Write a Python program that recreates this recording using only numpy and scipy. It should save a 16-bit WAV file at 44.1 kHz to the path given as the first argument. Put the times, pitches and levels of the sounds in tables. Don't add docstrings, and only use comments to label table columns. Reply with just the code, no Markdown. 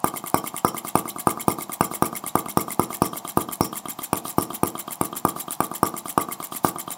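import sys
import numpy as np
from scipy import signal
from scipy.fft import rfft, irfft
from scipy.io import wavfile
from scipy.ndimage import uniform_filter1d

SR = 44100
rng = np.random.default_rng(int(sys.argv[2]) if len(sys.argv) > 2 else 0)


def int16_out(signal):
    q = np.round(np.clip(np.atleast_2d(signal).T, -1, 1) * 32767)
    wavfile.write(sys.argv[1], SR, q.astype(np.int16))


N = 307377
TIME = np.arange(N) / SR
BLOW = np.sqrt(SR / 100)

# start in seconds, missed turns that follow, pop level in dB,
# brightness of the burn in dB, relative brass ring level in dB.
POPS = [(0.0433, 2, -14, 4.5, -50), (0.3437, 2, -12.5, 2.5, -34), (0.6478, 2, -12, 2, -31),
        (0.9548, 2, -11.5, -1.5, -43), (1.2716, 1, -11.5, 2.5, -43), (1.4817, 2, -12, -4, -39),
        (1.809, 1, -12.5, 2.5, -38), (2.0236, 2, -12.5, -0.5, -38), (2.3548, 1, -12.5, 1.5, -58.5),
        (2.5726, 1, -12.5, -2, -37), (2.7955, 1, -12.5, -3.5, -41), (3.0198, 2, -12, -4, -31.5),
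        (3.3732, 1, -12.5, -2, -49), (3.6085, 3, -13, -6, -26), (4.1307, 1, -15.5, 0, -53),
        (4.3835, 1, -12.5, -4, -35.5), (4.6334, 2, -13.5, -3.5, -42), (5.0124, 1, -16, -2.5, -56),
        (5.251, 2, -12.5, 1.5, -61), (5.6048, 1, -14.5, 4, -54.5), (5.8308, 2, -11.5, 1, -35),
        (6.1775, 3, -12, 4, -39), (6.647, 2, -12.5, 3, -40)]
# resonance in Hz, width in Hz, relative dB in a pop, relative dB in a chuff.
PIPE = [(105, 70, -5, -16), (192, 131, -1, 1), (322.2, 121, 1, 3), (468.6, 109, -7, -28),
        (697, 133, -6, 0.5), (836, 263, -3, -15), (980, 76, -4, 0.5), (1187.8, 156, 0.5, 7),
        (1562, 223, -7, -2)]
# centre in Hz, width in Hz, relative level in dB.
JET = [(2400, 880, -5.5), (3420, 860, -13), (4430, 460, -14.5), (5440, 1100, -10.5), (8300, 900, -8.5),
       (9260, 940, 2), (10300, 660, -0.5), (11260, 870, -2.5), (12350, 910, -4), (15100, 1400, -1.5)]
SEAT = [(2000, 2600, -8.5), (3240, 290, -3.5), (4600, 1800, -15), (7830, 1000, -3), (8480, 3900, -4),
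        (9790, 820, 3.5), (11290, 640, 6), (12130, 1350, 1), (13300, 1500, -8.5), (15050, 1600, 1.5)]
VALVE = [(3500, 1300, -21), (5700, 860, -18), (9490, 1030, -4), (11700, 2000, -23), (15200, 1500, -40)]
TAPPET = [(7800, 2700, -12), (9900, 290, 4.5), (12100, 8900, -7), (15000, 1500, -9)]
CAM = [(3450, 4400, 3), (9100, 4500, -2), (12400, 1400, 9.5), (15200, 1500, -9)]
PORT = [(3840, 670, -6), (4800, 270, -1.5), (9330, 500, 5.5), (11850, 440, 3), (14950, 490, 2),
        (8800, 14000, -6.5)]
BASE = [(239, 114, 5), (766, 630, -4.5), (1120, 380, -5.5)]
SPRING = [(7250, 150, 3), (7380, 200, 0)]
LINKAGE = [(3820, 660, 4), (5780, 980, 0.5), (11400, 1100, -2)]
LAST_COAST_END_S = 7.002


def amp(db):
    return 10 ** (np.asarray(db) / 20)


def unit(x):
    return x / np.sqrt(np.sum(x ** 2) + 1e-20)


def read(points_hz, values, hz):
    return np.interp(np.log(hz + 1), np.log(np.asarray(points_hz) + 1), values)


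def add(mix, s, sound):
    part = mix[max(round(s * SR), 0):][:len(sound)]
    part += sound[:len(part)]


def response(peaks, top_hz=None, size=4096):
    hz = abs(np.fft.fftfreq(size, 1 / SR))
    power = sum((amp(db) / (1 + (2 * (hz - f) / width) ** 2)) ** 2 for f, width, db in peaks)
    gain = np.sqrt(power)
    if top_hz:
        gain = gain / np.sqrt(1 + (hz / top_hz) ** 16) + amp(-44.5)
        gain = gain * hz ** 2 / np.sqrt(hz ** 4 + 85 ** 4)
    log_gain = np.log(np.maximum(gain, 1e-4))
    spectrum = np.exp(np.conj(signal.hilbert(log_gain)))
    return unit(np.fft.ifft(spectrum).real[:size // 2])


def ring(modes, rise_s):
    t = TIME[:SR // 10]
    tone = sum(amp(db - 60 * t / t60) * np.sin(2 * np.pi * hz * t) for hz, db, t60 in modes)
    return BLOW * unit(tone * (1 - np.exp(-t / rise_s)))


def flywheel(drag=.0457, drag_turn_s=.11, drag_power=1.75, coast_power=.89):
    rows = []
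    ends = [row[0] for row in POPS[1:]] + [LAST_COAST_END_S]
    for (s, misses, *_), end in zip(POPS, ends):
        coasted = np.arange(round(misses) + 1)
        mean_turn_s = (end - s) / len(coasted)
        slowing = drag * (mean_turn_s / drag_turn_s) ** drag_power
        lengths = 1 + slowing * coasted ** coast_power
        lengths = lengths * (end - s) / lengths.sum()
        rows += zip(s + np.cumsum(lengths) - lengths, lengths, coasted)
    return rows


def crank():
    starts = [s for s, _, _ in flywheel()]
    starts = [2 * starts[0] - starts[1]] + starts + [LAST_COAST_END_S]
    return np.interp(TIME, starts, np.arange(len(starts)))


def pops(rasp_db=-26.0, rasp_scatter_db=1.3, jet_delay_s=.0007, jet_decay_s=.0022,
         wander=.02, pipe_scatter_db=.9, jet_scatter_db=1.5):
    mid_top_hz, top_hz_per_db = 1338, 14
    tilt_per_db = 0.28
    out, t = np.zeros(N), TIME[:SR // 50]
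    for s, _, db, bright_db, _ in POPS:
        heat = 1 + wander * rng.standard_normal()
        peaks = []
        for hz, width, level, _ in PIPE:
            tilt_db = tilt_per_db * bright_db * np.log2(hz / mid_top_hz)
            peaks.append((hz * heat, width, level + tilt_db + pipe_scatter_db * rng.standard_normal()))
        add(out, s - .0001, BLOW * amp(db) * response(peaks, mid_top_hz + top_hz_per_db * bright_db))
        jet = response([(hz * heat, width, level + jet_scatter_db * rng.standard_normal())
                        for hz, width, level in JET])
        rasp = signal.fftconvolve(rng.standard_normal(len(t)) * np.exp(-t / jet_decay_s), jet)
        jet_db = rasp_db + rasp_scatter_db * rng.standard_normal()
        add(out, s + jet_delay_s, BLOW * amp(jet_db) * unit(rasp))
    return out


def chuffs(first_db=-27.5, db_per_turn=-0.97, top_hz=1316):
    out = np.zeros(N)
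    gulp = -response([(hz, width, level) for hz, width, _, level in PIPE], top_hz)
    for s, _, coasted in flywheel():
        if coasted:
            add(out, s - .0003, BLOW * amp(first_db + db_per_turn * (coasted - 1)) * gulp)
    return out


def brass_buzz(trim_db=-2, t60_s=.27, strike_db=0, strike_decay_s=.0033):
    # resonance in Hz, width in Hz, relative level in dB.
    brass_peaks = [(5440, 120, -1.5), (5605, 200, 1), (5430, 660, -4)]
    out, t = np.zeros(N), TIME[:SR // 3]
    brass = response(brass_peaks)
    for s, *_, db in POPS:
        envelope = amp(-60 * t / t60_s) + amp(strike_db) * np.exp(-t / strike_decay_s)
        chatter = rng.standard_normal(len(t)) * envelope
        add(out, s + .001017, BLOW * amp(db + trim_db) * unit(signal.fftconvolve(chatter, brass)))
    return out


def linkage_rattle(taut_db=-72, slack_db=-41.5, span_turns_per_s=0.73):
    # mode in Hz, relative level in dB, t60 in seconds.
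    rattle_modes = [(3240, 0.5, 0.018), (3680, -5.5, 0.014)]
    # time in seconds, speed in turns per second.
    slack_speed = [(1.5, 8.93), (3.0, 8.95), (5.5, 8.51), (7.0, 8.6)]
    out = np.zeros(N)
    rattle = ring(rattle_modes, rise_s=.00017)
    for s, period, coasted in flywheel():
        if coasted:
            shortfall = np.interp(s, *np.transpose(slack_speed)) - 1 / period
            slack = np.clip(.5 + shortfall / span_turns_per_s, 0, 1)
            add(out, s + .00232, amp(taut_db + (slack_db - taut_db) * slack) * rattle)
    return out


def stroke(turns, place, length, db, scatter_db, play):
    nearest = np.round(turns - place).astype(int) + 1
    strength, slack = rng.standard_normal((nearest.max() + 1, 2))[nearest].T
    u = (turns + 1 - nearest - place - play * slack) / length
    return amp(db + scatter_db * strength - 9.3 * abs(u) ** 3), u


def valve_gear(turns):
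    # place in the turn (0-1), half length in turns, level in dB, scatter in dB, resonances.
    cycle = [(-.009, 0.0052, -37, -3, CAM), (.015, 0.017, -46.5, 4, JET), (0.136, 0.19, -46, 5.5, PORT),
             (.203, 0.016, -38.5, -0.5, SPRING), (0.217, 0.0064, -25, 2.5, VALVE),
             (0.22, 0.014, -31, -1.5, BASE), (.357, 0.084, -28, 0.83, SEAT),
             (.455, 0.03, -39.5, -1, SPRING), (0.467, 0.046, -42.5, 1.5, LINKAGE),
             (.573, 0.011, -39, 5, TAPPET)]
    out = np.zeros(N)
    for place, length, db, scatter_db, peaks in cycle:
        swell, _ = stroke(turns, place, length, db, scatter_db, play=.0048)
        out += signal.oaconvolve(swell * rng.standard_normal(N), response(peaks))[:N]
    return out + amp(-66) * signal.oaconvolve(rng.standard_normal(N), response(SPRING))[:N]


def chirp(trim_db=-3.8, fade_db_per_turn=-1.8, scatter_db=2, place=.228, half_s=.0033, wander=.015):
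    # time in seconds, level in dB before trim, fade and scatter.
    chirp_level = [(0, -36), (1.3, -33.5), (2.8, -34), (3.4, -43), (3.95, -36), (4.35, -53), (4.85, -38),
                   (5.15, -53), (5.8, -41), (6.3, -34), (6.8, -43)]
    centre_hz, rise_hz_per_s = 2130, 26000
    out, t = np.zeros(N), TIME[:SR // 20] - TIME[SR // 40]
    for s, period, coasted in flywheel():
        strength, detune = rng.standard_normal(2)
        db = np.interp(s, *np.transpose(chirp_level)) + trim_db
        db += fade_db_per_turn * coasted + scatter_db * strength
        hz = centre_hz * (1 + wander * detune) + rise_hz_per_s * t
        note = np.exp(-(t / half_s) ** 2) * np.sin(2 * np.pi * np.cumsum(hz) / SR)
        add(out, s + place * period + t[0], BLOW * amp(db) * unit(note))
    return out


def whistle(turns, hz=3100, width_hz=380):
    # time in seconds, level in dB.
    whistle_level = [(0, -40.5), (.5, -39.5), (1.0, -39.5), (1.5, -49), (3.0, -48), (7.0, -47.5)]
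    db = np.interp(TIME, *np.transpose(whistle_level))
    swell, _ = stroke(turns, place=.37, length=.049, db=db, scatter_db=-0.5, play=.012)
    return signal.oaconvolve(swell * rng.standard_normal(N), response([(hz, width_hz, 0)]))[:N]


def squeak(turns, hz=14200, glide_hz=1100):
    swell, u = stroke(turns, place=.9, length=.026, db=-50, scatter_db=3, play=.01)
    waver_hz = 1500 * uniform_filter1d(rng.standard_normal(N), size=12)
    pitch_hz = hz - glide_hz * np.clip(u, -2, 2) + waver_hz
    return swell * np.sin(2 * np.pi * np.cumsum(pitch_hz) / SR)


def room(x, onset_s=.008, echo_low_hz=520, echo_high_hz=12500):
    # frequency in Hz, relative level in dB, t60 in seconds.
    standing_waves = [(203, -1, 0.66), (229.5, -3, 0.6), (339.7, -4, 0.38), (405.5, -9.5, 0.86),
                      (451, 3, 0.42), (513, 1, 0.2), (1012, -10.5, 0.31), (1140, -0.5, 0.31),
                      (1220, -8, 0.21)]
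    # frequency in Hz, level in dB, t60 in seconds.
    diffuse = [(61, -11, 0.34), (109, -10, 0.19), (308, -10.5, 0.57), (614, -6, 0.23), (850, -19.5, 0.56),
               (1226, -8.5, 0.26), (2120, -11.5, 0.26), (3470, -11, 0.15), (7500, -18, 0.096),
               (10200, -14, 0.13), (15000, -20, 0.21)]
    # delay in seconds, level in dB before the band-pass.
    wall_echoes = [(0.0108, -20), (0.015, -17), (0.0144, -37), (0.017, -18.5)]
    t = TIME[:SR * 3 // 4]
    hz, frame_s, z = signal.stft(rng.choice([-1., 1.], len(t)), SR, nperseg=256)
    points_hz, levels, times = np.transpose(diffuse)
    t60 = read(points_hz, times, hz)[:, None]
    decay_db = read(points_hz, levels, hz)[:, None] - 60 * frame_s / t60
    z *= amp(decay_db) * np.sqrt(2 * np.log(1000) / (t60 * SR))
    tail = signal.istft(z, SR, nperseg=256)[1][:len(t)]
    for mode_hz, db, mode_t60 in standing_waves:
        rate = np.log(1000) / mode_t60
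        tail += amp(db) * 2 * rate / SR * np.exp(-rate * t) * np.cos(2 * np.pi * mode_hz * t)
    echoes = np.zeros(SR)
    for s, db in wall_echoes:
        add(echoes, s, amp([db]))
    band = signal.butter(2, [echo_low_hz, echo_high_hz], "bandpass", fs=SR, output="sos")
    echoes = signal.sosfilt(band, echoes)
    add(echoes, onset_s, tail)
    return signal.fftconvolve(x, echoes)[:N]


def whirr(level_db=-46):
    # frequency in Hz, relative density in dB per Hz.
    whirr_spectrum = [(25, -40), (90, -8.5), (200, 4), (400, -16), (560, -5), (720, 6.5), (1050, 2),
                      (1500, -14.5), (3500, -18), (7000, -17), (11000, -29), (15000, -38)]
    colour = amp(read(*np.transpose(whirr_spectrum), np.fft.rfftfreq(N, 1 / SR)))
    noise = irfft(rfft(rng.standard_normal(N)) * colour, N)
    return amp(level_db) * np.sqrt(N) * unit(noise)


def scene():
    turns = crank()
    engine = pops() + chuffs() + brass_buzz() + linkage_rattle()
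    engine += valve_gear(turns) + chirp() + whistle(turns) + squeak(turns)
    return (engine + room(engine) + whirr())[None]


def record(dry, edge_hz=15950):
    clipped = np.clip(dry, -1, 1)
    low_pass = signal.firwin(301, edge_hz, window=("kaiser", 8), fs=SR)
    return signal.oaconvolve(clipped, low_pass[None], "same")


dry = scene()
out = record(dry)
int16_out(out)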